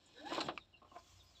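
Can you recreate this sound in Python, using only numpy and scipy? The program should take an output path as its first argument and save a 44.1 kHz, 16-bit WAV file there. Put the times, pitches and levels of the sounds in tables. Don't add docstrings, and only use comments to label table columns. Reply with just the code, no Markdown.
import sys
import numpy as np
from scipy import signal
from scipy.fft import rfft, irfft
from scipy.io import wavfile

SR = 44100
rng = np.random.default_rng(int(sys.argv[2]) if len(sys.argv) > 2 else 0)


def transcribe(u):
    v = np.clip(np.atleast_2d(u).T, -1, 1)
    q = np.round(v * 32767).astype(np.int16)
    wavfile.write(sys.argv[1], SR, q)


N = 61739
T = np.arange(N) / SR
HIT = T[:SR // 4]


def amp(db):
    return 10 ** (np.asarray(db) / 20)


def unit(x):
    return x / np.sqrt(np.mean(x ** 2) + 1e-20)


def blow(x):
    return x / np.sqrt(np.sum(x ** 2) / (SR / 100) + 1e-20)


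def level(points):
    return amp(np.interp(T, *np.transpose(points)))


def read(points, hz):
    f, value = np.transpose(points)
    return np.interp(np.log(hz + 1), np.log(f + 1), value)


def add(mix, s, sound):
    part = mix[max(round(s * SR), 0):][:len(sound)]
    part += sound[:len(part)]


def colour(x, points):
    log_gain = np.log(amp(read(points, abs(np.fft.fftfreq(4096, 1 / SR)))))
    spectrum = np.exp(np.conj(signal.hilbert(log_gain)))
    taps = np.fft.ifft(spectrum).real[:2048]
    return signal.fftconvolve(x, taps)[:len(x)]


def wander(hz):
    keep = np.exp(-(np.fft.rfftfreq(N, 1 / SR) / hz) ** 2)
    return unit(irfft(rfft(rng.standard_normal(N)) * keep, N))


def resonate(x, hz, width):
    b, a = signal.iirpeak(hz, hz / (width * np.pi / 2), SR)
    once = signal.lfilter(b, a, x)
    return unit(signal.lfilter(b, a, once))


def body(x, modes):
    return unit(sum(amp(db) * resonate(x, hz, width) for hz, width, db in modes))


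def sweep(x, hz, width):
    turn = np.exp(2j * np.pi * np.cumsum(hz) / SR)
    r = np.exp(-np.pi * width / SR)
    smoothed = signal.lfilter([1 - r], [1, -r], x / turn)
    return unit((turn * smoothed).real)


def grains(per_s, spread_db):
    size = amp(spread_db * np.minimum(rng.exponential(1, N), 4))
    sign = rng.choice([-1, 1], N)
    return unit(size * sign * (rng.random(N) < per_s / SR))


def dying(t60):
    return np.exp(-np.log(1000) * HIT / t60)


def ring(modes):
    out = np.zeros(len(HIT))
    for k, (hz, db, t60) in enumerate(modes):
        out += (-1) ** k * amp(db) * dying(t60) * np.sin(2 * np.pi * hz * HIT)
    return blow(out)


def scatter():
    return rng.choice([-1., 1.], len(HIT))


def click(points):
    return blow(colour(signal.unit_impulse(len(HIT)), points))


def cabin(x):
    echoes = scatter() * dying(t60=0.067)
    reflected = signal.fftconvolve(x, echoes / np.linalg.norm(echoes))[:N]
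    return unit(x + amp(-1.5) * reflected)


def outdoors():
    # pitch_hz, density_db (dB per Hz)
    air_colour = [(15, -35), (25, -3.5), (75, 2), (469, -16), (702, -11), (1110, -20.5), (1340, -17),
                  (2010, -23.5), (2840, -21.5), (3080, -36), (4040, -21.5), (5140, -39.5), (15500, -44.5)]
    # time_s, level_db
    hum_level = [(0, -89), (.5, -71), (.7, -78), (1.05, -76), (1.15, -66.5), (1.4, -77)]
    # pitch_hz, relative_db
    hum_lines = [(60, -1), (87.5, 1.5)]
    air_db = -74.5

    hum = np.zeros(N)
    for hz, db in hum_lines:
        pitch = hz * (1 + 0.045 * wander(10.5))
        line = np.sin(2 * np.pi * np.cumsum(pitch) / SR)
        hum += amp(db) * line * (1 + 0.21 * wander(30))
    air = unit(colour(rng.standard_normal(N), air_colour))
    return amp(air_db) * air + unit(hum) * level(hum_level)


def birds():
    # start_s, length_s, start_pitch_hz, peak_db
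    chirps = [(0.596, 0.04, 3966, -65.5), (0.728, 0.032, 2983, -63), (0.756, 0.033, 4320, -75),
              (.76, 0.017, 2710, -92), (0.876, 0.055, 3100, -72.5), (1.188, 0.042, 3930, -69),
              (1.205, 0.02, 3650, -73), (1.34, 0.032, 4185, -69), (1.36, 0.025, 3690, -66)]
    fall, jitter = 0.1244, 0.02
    yard_db, yard_t60_s = 2, 0.12

    out = np.zeros(N)
    for s, length, hz, db in chirps:
        u = np.arange(0, length, 1 / SR) / length
        pitch = hz * (1 - fall * u + jitter * wander(300)[:len(u)])
        tone = np.sin(2 * np.pi * np.cumsum(pitch) / SR)
        add(out, s, amp(db) * np.sin(np.pi * u) * tone)
    yard = scatter() * dying(yard_t60_s)
    blurred = signal.fftconvolve(out, yard / np.linalg.norm(yard))[:N]
    return out + amp(yard_db) * blurred


def scuffs():
    # start_s, length_s, level_db, centre_hz, width_hz
    brushes = [(.056, .045, -74, 7100, 350), (.056, .03, -75, 8000, 300), (.44, .05, -67, 7450, 250),
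               (.345, .05, -80, 13000, 3000), (.982, .04, -70, 4900, 700), (1.228, .05, -83, 13200, 3000)]

    out = np.zeros(N)
    for s, length, db, hz, width in brushes:
        u = np.arange(0, length, 1 / SR) / length
        swell = np.sin(np.pi * np.sqrt(u))
        cloth = resonate(rng.standard_normal(N), hz, width)[:len(u)]
        add(out, s, amp(db) * swell * cloth)
    return out


def squeak():
    # time_s, pitch_hz, level_db
    squeak_path = [(1.06, 6300, -94), (1.112, 5820, -76), (1.13, 5740, -87), (1.185, 5170, -75),
                   (1.24, 4980, -82.5), (1.29, 5060, -71), (1.335, 4680, -89), (1.4, 4340, -71)]
    width_hz = 150

    s, hz, db = np.transpose(squeak_path)
    hiss = resonate(rng.standard_normal(N), np.mean(hz), np.ptp(hz) * 2)
    thin = sweep(hiss, np.interp(T, s, hz), width_hz)
    return thin * np.interp(T, s, amp(db), left=0, right=0)


def finger_taps():
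    # start_s, level_db
    landings = [(0.8182, -62), (.8247, -72), (.8465, -64), (0.9164, -61), (0.928, -79), (0.9428, -64.5)]
    # pitch_hz, relative_db, t60_s
    tap_modes = [(602.3, -5, 0.17), (1076.4, 9.5, 0.079), (1228, -7, 0.073)]
    # pitch_hz, density_db (dB per Hz)
    tap_colour = [(120, -18), (320, 4), (450, -0.5), (750, 4), (1250, 2), (1600, -17.5), (3000, -14),
                  (6000, -43.5), (9500, -64)]
    puff_t60_s, puff_db, rise_s = 0.21, 1.5, 0.00065

    out = np.zeros(N)
    for s, db in landings:
        puff = blow(colour(scatter() * dying(puff_t60_s), tap_colour))
        soft_start = 1 - np.exp(-HIT / rise_s)
        add(out, s, amp(db) * soft_start * (ring(tap_modes) + amp(puff_db) * puff))
    return out


def creak():
    # time_s, level_db
    creak_level = [(.9, -87), (.942, -79), (.964, -50.5), (.978, -52.5), (.992, -55.5), (1.002, -63.5),
                   (1.03, -81.5)]
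    # centre_hz, width_hz, relative_db
    creak_body = [(348, 270, -10), (463, 35, -15.5), (702, 66, -0.5), (820, 230, -6), (1031, 18.4, 0),
                  (1090, 150, -11.5), (1404, 150, -11.5), (2150, 480, -14)]
    slips_hz, jitter = 342.8, 0.11

    turns = np.cumsum(slips_hz * (1 + jitter * wander(331))) / SR
    slips = np.diff(np.floor(turns), prepend=0) * (1 + 0.58 * wander(520))
    return body(slips, creak_body) * level(creak_level)


def rub():
    # time_s, level_db
    rub_level = [(.8, -108.5), (.88, -83), (.95, -74), (.995, -71), (1.02, -73.5), (1.09, -68),
                 (1.17, -70.5), (1.24, -74.5), (1.29, -74.5), (1.33, -73.5), (1.4, -73)]
    # pitch_hz, density_db (dB per Hz)
    rub_colour = [(150, -19), (800, -17), (1000, -2), (1200, 10.5), (1450, -7), (2200, 0), (3800, 3.5),
                  (5100, 3), (6400, 1.5), (7200, 4.5), (8200, -4), (9400, -31.5), (12000, -14.5),
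                  (13200, -15), (15400, -13)]
    # centre_hz, width_hz, relative_db
    rub_modes = [(1165, 35, 3), (7270, 340, 5.5)]
    start_s, fall_per_s, swish_db = 0.82, 0.44, -14

    friction = cabin(colour(grains(per_s=11000, spread_db=1.5), rub_colour))
    sink = np.exp(-fall_per_s * np.maximum(T - start_s, -.15))
    swish = np.zeros(N)
    for hz, width, db in rub_modes:
        swish += amp(db) * sweep(rng.standard_normal(N), hz * sink, width)
    swish = signal.sosfilt(signal.butter(8, 8000, fs=SR, output="sos"), unit(swish))
    return (friction + amp(swish_db) * swish) * level(rub_level)


def hand():
    return finger_taps() + creak() + rub()


def drone():
    # centre_s, half_length_s, level_db
    hum_swells = [(0.21, 0.022, -64), (0.251, 0.013, -51.5)]
    first_swell_hz, rise_hz_per_s = 295, 247

    pitch = first_swell_hz + rise_hz_per_s * (T - hum_swells[0][0])
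    swells = sum(amp(db) * np.exp(-((T - s) / half) ** 2) for s, half, db in hum_swells)
    return swells * unit(np.sin(2 * np.pi * np.cumsum(pitch) / SR))


def whine():
    # time_s, pitch_hz, level_db
    whine_path = [(0.142, 460, -97), (.172, 490, -64.5), (0.181, 498, -58), (0.191, 506.3, -75),
                  (0.218, 591.8, -61.5), (.238, 651, -56.5), (.254, 779.5, -59), (0.273, 828, -47),
                  (0.286, 907.4, -66), (0.299, 944.7, -56), (.332, 994, -50.5), (0.357, 1018, -50),
                  (0.37, 906, -70)]
    # multiple, relative_db
    overtone_rows = [(2, -7), (3, -22.5)]
    # pitch_hz, gain_db
    guide_colour = [(900, -6), (1250, -27), (1450, -6), (1650, -3.5), (1920, 2.5), (2200, -25), (2500, -4),
                    (2850, 18), (3100, 3)]
    # time_s, level_db
    squeal_level = [(.13, -85.5), (.185, -58.5), (.205, -57.5), (.228, -74), (.25, -63.5), (.275, -56.5),
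                    (.31, -55), (.42, -64.5), (.46, -65), (.55, -101)]
    # centre_hz, width_hz, relative_db
    squeal_modes = [(1555, 57, -1.5), (1714, 43, 0), (3865, 88, -1)]
    jitter, flutter = 0.005, 0.2

    s, hz, db = np.transpose(whine_path)
    pitch = np.interp(T, s, hz)
    turns = np.cumsum(pitch * (1 + jitter * wander(160))) / SR
    tone = np.sin(2 * np.pi * turns) * (1 + flutter * wander(130))
    for k, part_db in overtone_rows:
        gain = amp(part_db + read(guide_colour, k * pitch))
        tone += gain * np.sin(2 * np.pi * k * turns) * (1 + flutter * wander(130))
    tone *= np.sqrt(2)
    squeal = body(rng.standard_normal(N), squeal_modes)
    return tone * np.interp(T, s, amp(db), left=0, right=0) + squeal * level(squeal_level)


def webbing_rush():
    # time_s, level_db
    slide_level = [(0, -70), (.12, -66.5), (.19, -62.5), (.23, -61.5), (.28, -54.5), (.31, -52), (.35, -46),
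                   (.376, -49.5), (.402, -53.5), (.425, -51.5), (.445, -53), (.47, -52), (.52, -69),
                   (.56, -65.5), (.66, -76)]
    # pitch_hz, density_db (dB per Hz)
    slide_colour = [(100, -53), (400, 5.5), (1000, -1.5), (1350, -8), (1650, -15), (2200, -2.5),
                    (2900, -0.5), (3900, 0.5), (4700, -10), (5500, -7.5), (6400, -16.5), (7400, -12.5),
                    (8400, -26), (9300, -48.5), (12000, -35), (15500, -37.5)]
    flicker, flicker_hz = 0.18, 167
    ticks_per_s, ticks_db = 470, -8.5
    thin_hz, full_db = 2690, -47

    rush = cabin(colour(grains(per_s=4500, spread_db=3), slide_colour))
    ticks = unit(colour(grains(ticks_per_s, spread_db=-0.5), slide_colour))
    rush = unit(rush * (1 + flicker * wander(flicker_hz)) + amp(ticks_db) * ticks)
    thin = signal.filtfilt(*signal.butter(2, thin_hz, "high", fs=SR), rush)
    full = np.sqrt(np.minimum(level(slide_level) / amp(full_db), 1))
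    return (thin + full * (rush - thin)) * level(slide_level)


def spool_rattle():
    # time_s, level_db
    spool_level = [(0, -81.5), (.16, -73), (.205, -63.5), (.272, -61.5), (.305, -48.5), (.325, -51),
                   (.36, -49), (.395, -49), (.43, -51.5), (.47, -49), (.52, -61), (.55, -58), (.62, -81)]
    # centre_hz, width_hz, relative_db
    pillar_modes = [(321.5, 133, -1), (560, 165, -4), (738, 130, -12.5)]
    return body(grains(per_s=600, spread_db=3.5), pillar_modes) * level(spool_level)


def slack_slap():
    peak_s, rise_s, fall_s = .462, 0.017, 0.019
    swell = np.exp(-np.where(T < peak_s, (peak_s - T) / rise_s, (T - peak_s) / fall_s))
    return amp(-49.5) * swell * resonate(rng.standard_normal(N), hz=165, width=85)


def retractor():
    return webbing_rush() + spool_rattle() + slack_slap()


def knock(db, bright_hz, ring_db):
    # pitch_hz, relative_db, t60_s
    trim_modes = [(330, 1, 0.07), (541, 3.5, 0.046), (722, 4, 0.027), (829, -4, 0.1), (1042, 6.5, 0.026),
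                  (1178, 6.5, 0.024), (1510, -7.5, 0.025), (2460, 10.5, 0.0031), (3330, -12, 0.033)]
    # pitch_hz, density_db (dB per Hz)
    trim_wash = [(40, -54), (100, -28.5), (220, -8), (320, -2.5), (450, -6.5), (650, 0), (1100, 1.5),
                 (1450, -2.5), (2100, -8.5), (2800, -4), (4000, -4), (4600, -15.5), (7500, -49),
                 (9500, -65)]
    # pitch_hz, t60_s
    wash_t60 = [(200, 0.26), (1000, 0.09), (4000, 0.08), (9000, 0.1)]
    crack_db = -9.5

    hz, t, bands = signal.stft(scatter(), SR, nperseg=256)
    bands = bands * np.exp(-np.log(1000) * t / read(wash_t60, hz)[:, None])
    tail = signal.istft(bands, SR, nperseg=256)[1][:len(HIT)]
    soft_start = 1 - np.exp(-HIT / 0.0022)
    tail = blow(colour(tail * soft_start, trim_wash))
    hit = ring(trim_modes) + amp(crack_db) * click(trim_wash) + amp(ring_db) * tail
    soft = signal.butter(1, min(bright_hz, SR / 4), fs=SR)
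    return amp(db) * blow(signal.lfilter(*soft, hit))


def clacks():
    # start_s, level_db, brightness_hz, tail_db
    knock_rows = [(0.3171, -44, 3500, 5), (0.32, -43, 890, -8), (0.3229, -46, 690, 3),
                  (0.3625, -44.5, 2000, 2), (0.3779, -45.5, 2416, 5), (0.3791, -36.5, 1307, -11),
                  (0.3857, -39, 820, -29), (0.392, -44.5, 489, -2), (0.4112, -43.5, 1200, -13.5),
                  (.4160, -42, 1410, -6), (0.4832, -42, 7000, 7.5), (0.4855, -37.5, 1860, -3),
                  (.4938, -44.5, 2220, 6)]
    # start_s, level_db
    clink_rows = [(0.336, -52), (0.3472, -47), (0.3909, -50.5), (0.4052, -42.5), (0.4091, -42.5),
                  (0.4122, -43.5), (0.4169, -50), (0.4273, -53.5)]
    # pitch_hz, density_db (dB per Hz)
    tongue_colour = [(50, -74), (300, -14), (1100, 0), (1600, -4), (2200, -9.5), (2850, 5.5), (3300, -2.5),
                     (4000, 4.5), (4800, -3.5), (5600, -8.5), (6500, -22), (7300, -9.5), (8500, -21),
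                     (9400, -64), (15000, -55)]
    # pitch_hz, relative_db, t60_s
    tongue_modes = [(1585, -11, 0.14), (2600, -8, 0.033), (3420, -7, 0.22), (4180, 6, 0.042),
                    (4120, 0, 0.072)]
    # pitch_hz, relative_db, t60_s
    snap_modes = [(1187, -4, 0.012), (1590, -5.5, 0.003), (2360, -1, 0.0076), (2760, -0.5, 0.0061),
                  (3760, -15.5, 0.0022)]
    # pitch_hz, density_db (dB per Hz)
    snap_colour = [(50, -31), (300, -17), (900, -15), (1200, -3), (1850, -15.5), (2400, -2), (2850, -13),
                   (3150, -17), (3550, -20), (4200, -7.5), (5400, -23), (7200, -35), (9300, -64)]
    tongue_t60_s, tongue_tick_db, tongue_ring_db = 0.033, -7.5, -8
    snap_s, snap_db, snap_tail_db, snap_t60_s = 0.5763, -43.5, -8, .06
    jerk_db = -18

    out = np.zeros(N)
    for s, *row in knock_rows:
        add(out, s, knock(*row))
    for s, db in clink_rows:
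        clink = blow(colour(scatter() * dying(tongue_t60_s), tongue_colour))
        clink = clink + amp(tongue_tick_db) * click(tongue_colour)
        clink = clink + amp(tongue_ring_db) * ring(tongue_modes)
        add(out, s, amp(db) * clink)
    snap = signal.lfilter(*signal.butter(4, 6000, fs=SR), ring(snap_modes))
    tail = blow(colour(scatter() * dying(snap_t60_s), snap_colour))
    snap = snap + amp(jerk_db) * click(tongue_colour) + amp(snap_tail_db) * tail
    add(out, snap_s, amp(snap_db) * snap)
    return out


def scene():
    background = outdoors() + birds()
    handling = scuffs() + squeak() + hand()
    belt = drone() + whine() + retractor() + clacks()
    return (background + handling + belt)[None]


def record(dry):
    low_cut_hz, edge_hz = 34, 15550
    cut = signal.sosfilt(signal.butter(4, low_cut_hz, "high", fs=SR, output="sos"), dry)
    band_limit = signal.firwin(511, edge_hz, window=("kaiser", 9), fs=SR)
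    return signal.oaconvolve(cut, band_limit[None], "same")


dry = scene()
out = record(dry)
transcribe(out)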